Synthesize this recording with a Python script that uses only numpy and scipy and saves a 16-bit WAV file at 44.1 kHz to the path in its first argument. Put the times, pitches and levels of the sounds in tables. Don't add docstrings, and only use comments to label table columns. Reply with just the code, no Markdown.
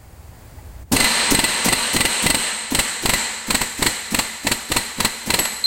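import sys
import numpy as np
from scipy import signal
from scipy.fft import rfft, irfft, next_fast_len
from scipy.io import wavfile
from scipy.ndimage import uniform_filter1d, minimum_filter1d

SR = 44100
rng = np.random.default_rng(int(sys.argv[2]) if len(sys.argv) > 2 else 0)


def inscribe(sig):
    pcm = np.round(np.clip(np.atleast_2d(sig).T, -1, 1) * 32767)
    wavfile.write(sys.argv[1], SR, pcm.astype(np.int16))


N = 249606

# (frequency [Hz], relative level [dB])
RUMBLE_SPECTRUM = [(20, -12), (40, -9), (55, 3.5), (100, 2), (160, -15.5), (400, -22.5), (1500, -80)]
AIR_SPECTRUM = [(100, 6.5), (280, -1.5), (420, -3), (800, -1.5), (1300, -9.5), (2050, -10), (2700, -15),
                (3800, -18.5), (4600, -15), (5600, -19.5), (7800, -14), (12000, -20.5), (16000, -14)]
# (time [s], rumble level [dB], air level [dB])
BACKGROUND_LEVELS = [(0, -43.5, -48), (.45, -40.5, -44.5), (.83, -37.5, -45), (.845, -41, -56),
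                     (.92, -46, -49.5), (1.3, -71, -39), (2.6, -55, -59)]
# (frequency [Hz], relative level [dB])
WALL_SPECTRUM = [(40, -2), (150, -6), (232, 11), (300, -0.5), (950, 5.5), (1400, 2.5), (2000, 6.5),
                 (3300, 0), (4500, 1.5), (5600, -4.5), (8800, 1.5), (10500, -6.5), (14300, -13),
                 (16000, -37)]
# (frequency [Hz], t60 [s])
EARLY_T60 = [(7000, 0.26), (12000, .1)]
LATE_T60 = [(100, 1.1), (500, 1.4), (2000, 1.6), (4000, 1.55), (8000, 1.4), (11000, 1.15), (16000, .95)]
# (time [s], hold [s])
ECHO_HOLD = [(.92, 0.26), (2.2, 0.16), (3.6, 0.0066)]
# (frequency [Hz], share of the hold [ratio])
ECHO_HOLD_SHARE = [(150, 0.44), (1000, 0.99), (4500, 0.77), (8400, 0.97), (11000, 0.1)]
# (frequency [Hz], share of the rise above QUIET_ECHO_DB [ratio])
ECHO_RISE_SHARE = [(150, 0.93), (1000, 1), (4500, 1.1), (8400, 0.7946), (11000, 0.52)]
# (frequency [Hz], bandwidth [Hz], relative level [dB])
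CASING_TIGHT = [(2750, 530, -1), (4300, 370, -9), (8410, 200, 7)]
CASING_SLIDING = [(1970, 360, 2), (7400, 540, 2), (8130, 250, 3.5)]
BIT_RESONANCES = [(2005, 45, -4), (4115, 90, 4), (12990, 190, -6)]
# (time [s], relative level [dB])
CASING_RING_LEVELS = [(1.1, -5), (2.4, -0.5), (3.9, -1), (4.8, -4.5)]
# (frequency [Hz], level [dB], t60 [s])
CASING_MODES = [(850, -33, 0.047), (930, -46, 0.044), (1990, -47, .08)]
PULLEY_MODES = [(7920, -22, .85), (11350, -30, .7), (11330, -17, .06), (7900, -18, .08), (14900, -28, .05)]
BIT_MODES = [(4075, -10, 0.082), (4136, -10, 0.75), (8050, -19, 0.04), (8350, -18.5, 0.035),
             (13300, -33, .29)]
# (frequency [Hz], relative level [dB])
HISS_SPECTRUM = [(300, 7.5), (1500, -1.5), (4000, 0), (7000, 3.5), (12000, -0.5), (16000, -6)]
PUFF_SPECTRUM = [(30, -0.5), (120, -8), (250, -2.5), (380, -7), (600, -12.5), (1000, -12), (2000, -67),
                 (5000, -34)]
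PUSH_SPECTRUM = [(15, 2.5), (45, -15), (110, 6.5), (220, -5.5), (600, -14)]
CRACK_SPECTRUM = [(100, -16), (400, -8.5), (950, 2), (1500, -3), (2000, 1.5), (3000, -0.5), (4400, -1),
                  (5500, -9.5), (6700, -9), (8000, 3), (10000, -9.5), (13000, -13.5), (16000, -17)]
# (frequency [Hz], bandwidth [Hz], relative level [dB])
STEEL_TIGHT = [(2017, 43, 8.5), (2180, 33, -18.5), (2696, 68, -2.5), (3120, 98, -33), (3720, 59, -51.5),
               (4147, 72, 2), (4570, 46, -13), (5100, 38, -36), (7100, 28, -43), (8365, 53, 3.5),
               (9040, 120, -5), (12300, 160, -31)]
STEEL_SLIDING = [(914, 58, 2), (1985, 140, 8), (2760, 143, 0.5), (3220, 42, -8), (4008, 137, 4.5),
                 (4380, 170, 4.5), (7850, 35, -1), (7450, 13, -11), (7700, 130, -16), (8900, 7.2, 9),
                 (8700, 120, -4), (12700, 79, -0.5)]
# (time [s], wait for first blow [s], blows [count],
# first stroke [s], lengthening per stroke [s], blow [dB], hiss [dB], kick [dB], echo [dB])
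TRIGGER_PULLS = [(.918, 0.046, 3, 0.037, .004, -12.5, -16, -9.5, -18.5),
                 (1.305, 0.042, 3, 0.044, .005, -8.5, -15, -6, -22.5),
                 (1.644, 0.041, 2, .041, 0, -8.5, -17.5, -12, -23),
                 (1.930, 0.034, 3, 0.042, .003, -7.5, -22, -13.5, -23),
                 (2.222, 0.042, 3, 0.037, .007, -7, -23, -15, -25),
                 (2.705, .043, 2, 0.042, 0, -11.5, -26.5, -15.5, -26),
                 (3.02, 0.037, 3, 0.036, .006, -8, -30.5, -23.5, -24),
                 (3.467, .038, 3, .041, .027, -12, -32, -20.5, -28.5),
                 (3.777, 0.048, 2, 0.038, 0, -10, -32.5, -19, -25),
                 (4.106, .039, 2, .044, 0, -11.5, -28, -18.5, -27),
                 (4.432, 0.037, 2, 0.047, 0, -12.5, -35.5, -21, -28.5),
                 (4.685, 0.033, 2, 0.046, 0, -11, -37, -22, -26),
                 (4.969, .034, 2, 0.044, 0, -11, -44, -20.5, -27),
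                 (5.259, 0.043, 4, 0.037, .013, -12, -29, -19.5, -27.5)]

KNOCK_S, RELEASE_S, CLINK_S = 0.585, 5.392, 5.6405
FIRST_CLATTER_S, CLATTER_S, LATE_SHORTENS_S, FADE_DB = 0.007, 0.011, 0.04, 1.4
EARLY_DB, QUIET_ECHO_DB, SWELL_S = -26, -27.5, 0.15


def amp(db):
    return 10 ** (np.asarray(db) / 20)


def along(points, hz):
    frequencies, values = np.transpose(points)
    return np.interp(np.log(hz + 1), np.log(frequencies), values)


def curves(rows):
    times, *columns = np.transpose(rows)
    return [np.interp(np.arange(N) / SR, times, column) for column in columns]


def filtered(x, response):
    size = next_fast_len(len(x) + SR // 4)
    gain = response(np.fft.rfftfreq(size, 1 / SR))
    return irfft(rfft(x, size) * gain / np.sqrt(np.mean(np.abs(gain) ** 2)), size)[:len(x)]


def noise(spectrum):
    x = filtered(rng.standard_normal(N), lambda hz: amp(along(spectrum, hz)))
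    return x / np.sqrt(np.mean(x ** 2) + 1e-20)


def resonate(x, modes):
    def response(hz):
        return sum((-1) ** k * amp(db) * 1j * hz * width / (centre ** 2 - hz ** 2 + 1j * hz * width)
                   for k, (centre, width, db) in enumerate(modes))
    return filtered(x, response)


def sliding(x, tight, loose):
    slid = curves([(2.3, 0.21), (3.2, 0.84)])[0]
    return np.sqrt(1 - slid) * resonate(x, tight) + np.sqrt(slid) * resonate(x, loose)


def bursts(source, rows, rise_s, steepness):
    out, t = np.zeros(N + SR), np.arange(SR // 8) / SR
    for s, db, length in rows:
        start = round(s * SR)
        envelope = (1 - np.exp(-t / rise_s)) / np.sqrt(1 + (t / length) ** steepness)
        burst = envelope * source[start:start + len(t)]
        out[start:start + len(t)] += amp(db) * burst * np.linalg.norm(envelope) / np.linalg.norm(burst)
    return out[:N]


def background():
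    rumble_db, air_db = curves(BACKGROUND_LEVELS)
    return amp(rumble_db) * noise(RUMBLE_SPECTRUM) + amp(air_db) * noise(AIR_SPECTRUM)


def interference(x, depth_db):
    grid_hz = np.arange(0, SR / 2, 28)
    ripple_db = depth_db * rng.standard_normal(len(grid_hz))
    return filtered(x, lambda hz: amp(np.interp(hz, grid_hz, ripple_db)))


def echo_power(pull, hz, t):
    start, *_, echo_db = pull
    level_db = QUIET_ECHO_DB + (echo_db - QUIET_ECHO_DB) * along(ECHO_RISE_SHARE, hz)
    swell = np.clip((t - start) / SWELL_S, 0, 1)
    hold_s = np.interp(start, *np.transpose(ECHO_HOLD)) * along(ECHO_HOLD_SHARE, hz)
    last_blow_s = strokes(pull)[-1][0]
    decaying_s = np.maximum(t - last_blow_s - hold_s, 0)
    return swell * amp(level_db - 60 * decaying_s / along(LATE_T60, hz)) ** 2


def garage():
    casing = sliding(rng.standard_normal(N), CASING_TIGHT, CASING_SLIDING)
    casing *= amp(curves(CASING_RING_LEVELS)[0])
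    diffuse = interference(amp(-2) * noise(WALL_SPECTRUM) + casing, depth_db=2)
    diffuse += amp(-7) * resonate(rng.standard_normal(N), BIT_RESONANCES)
    hz, t, spectrogram = signal.stft(diffuse, SR, nperseg=512)
    early_t60 = along(EARLY_T60, hz[:, None])
    early = sum((t > s) * amp(EARLY_DB - 60 * np.maximum(t - s, 0) / early_t60) ** 2
                for s, _, _ in blows())
    late = sum(echo_power(pull, hz[:, None], t) for pull in TRIGGER_PULLS)
    return signal.istft(spectrogram * np.sqrt(early + late), SR)[1][:N]


def struck_steel(start_s, modes, rise_s, flutter):
    t = np.maximum(np.arange(N) / SR - start_s, 0)
    knots_s = np.arange(0, 2, 0.007)
    ring = np.zeros(N)
    for hz, db, t60 in modes:
        jitter = rng.standard_normal(len(knots_s)) + 1j * rng.standard_normal(len(knots_s))
        sway = np.interp(t, knots_s, 1 + flutter * jitter)
        ring += amp(db - 60 * t / t60) * np.imag(sway * np.exp(2j * np.pi * hz * t))
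    return (1 - np.exp(-t / rise_s)) * ring


def barrel_thumps(rows, hz, peak_s):
    out, t = np.zeros(N + SR), np.arange(SR // 16) / SR
    envelope = t / peak_s * np.exp(1 - t / peak_s)
    for (s, db), detune in zip(rows, rng.standard_normal(len(rows))):
        pitch_hz = hz * np.exp(0.11 * detune)
        out[round(s * SR):][:len(t)] += amp(db) * envelope * np.sin(2 * np.pi * pitch_hz * t)
    return out[:N]


def exhaust():
    vents = [(s, db) for s, db, _ in blows() if s < RELEASE_S + 0.03]
    thump = barrel_thumps([(s - 0.005, db) for s, db in vents], hz=293, peak_s=0.0012)
    puffs = [(s - 0.004, db - 8, 0.009) for s, db in vents]
    puff = bursts(noise(PUFF_SPECTRUM), puffs, rise_s=0.00094, steepness=3.23)
    pushes = [(s - 0.002, db, 0.03) for s, db in vents]
    push = bursts(noise(PUSH_SPECTRUM), pushes, rise_s=0.0018, steepness=7.4)
    return amp(-8) * thump + puff + amp(-18.5) * push


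def trigger():
    hisses = [(s, hiss_db, 0.021) for s, *_, hiss_db, kick_db, echo_db in TRIGGER_PULLS]
    hiss = bursts(noise(HISS_SPECTRUM), hisses, rise_s=0.0021, steepness=3.8)
    kicks = [(s + 0.01488, kick_db) for s, *_, kick_db, echo_db in TRIGGER_PULLS]
    kicks.append((0.915, -10.5))
    puffs = [(s, db, 0.012) for s, db in kicks]
    puff = bursts(noise(PUFF_SPECTRUM), puffs, rise_s=0.00067, steepness=1.7)
    return hiss + amp(-9.5) * puff + barrel_thumps(kicks, hz=248, peak_s=0.0038)


def strokes(pull):
    start, wait, count, stroke, slowing, db = pull[:6]
    rows, s = [], start + wait
    for k in range(round(count)):
        spent = max(k - 1, 0)
        clatter_s = CLATTER_S if k else FIRST_CLATTER_S
        clatter_s *= np.exp(-slowing * spent / LATE_SHORTENS_S)
        rows.append((s, db - FADE_DB * spent ** 2, clatter_s))
        s += stroke + slowing * k
    return rows


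def blows():
    return [blow for pull in TRIGGER_PULLS for blow in strokes(pull)]


def hammer():
    crack = bursts(noise(CRACK_SPECTRUM), blows(), rise_s=0.00054, steepness=7.4)
    clatter = bursts(rng.standard_normal(N), blows(), rise_s=0.0001, steepness=4.9)
    ring_gain = amp(curves([(1.5, 0), (2.8, -4.5)])[0])
    return amp(-2) * crack + ring_gain * sliding(clatter, STEEL_TIGHT, STEEL_SLIDING)


def scene():
    knock = struck_steel(KNOCK_S, CASING_MODES, rise_s=0.0027, flutter=0.34)
    pulley = struck_steel(RELEASE_S, PULLEY_MODES, rise_s=0.001, flutter=0.55)
    clink = struck_steel(CLINK_S, BIT_MODES, rise_s=0.0015, flutter=0.17)
    return (hammer() + trigger() + exhaust() + knock + pulley + clink + garage() + background())[None]


def record(dry):
    ceiling_db, release_db_per_s, band_limit_hz = -3.8, 110, 15900
    excess_db = np.maximum(20 * np.log10(np.abs(dry[0]) + 1e-9) - ceiling_db, 0)
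    release_db = release_db_per_s * np.arange(N) / SR
    held_gain = amp(release_db - np.maximum.accumulate(excess_db + release_db))
    gain = uniform_filter1d(minimum_filter1d(held_gain, size=40), size=30)
    passband = np.fft.rfftfreq(2 * N, 1 / SR) < band_limit_hz
    return irfft(rfft(dry * gain, 2 * N) * passband)[:, :N]


dry = scene()
out = record(dry)
inscribe(out)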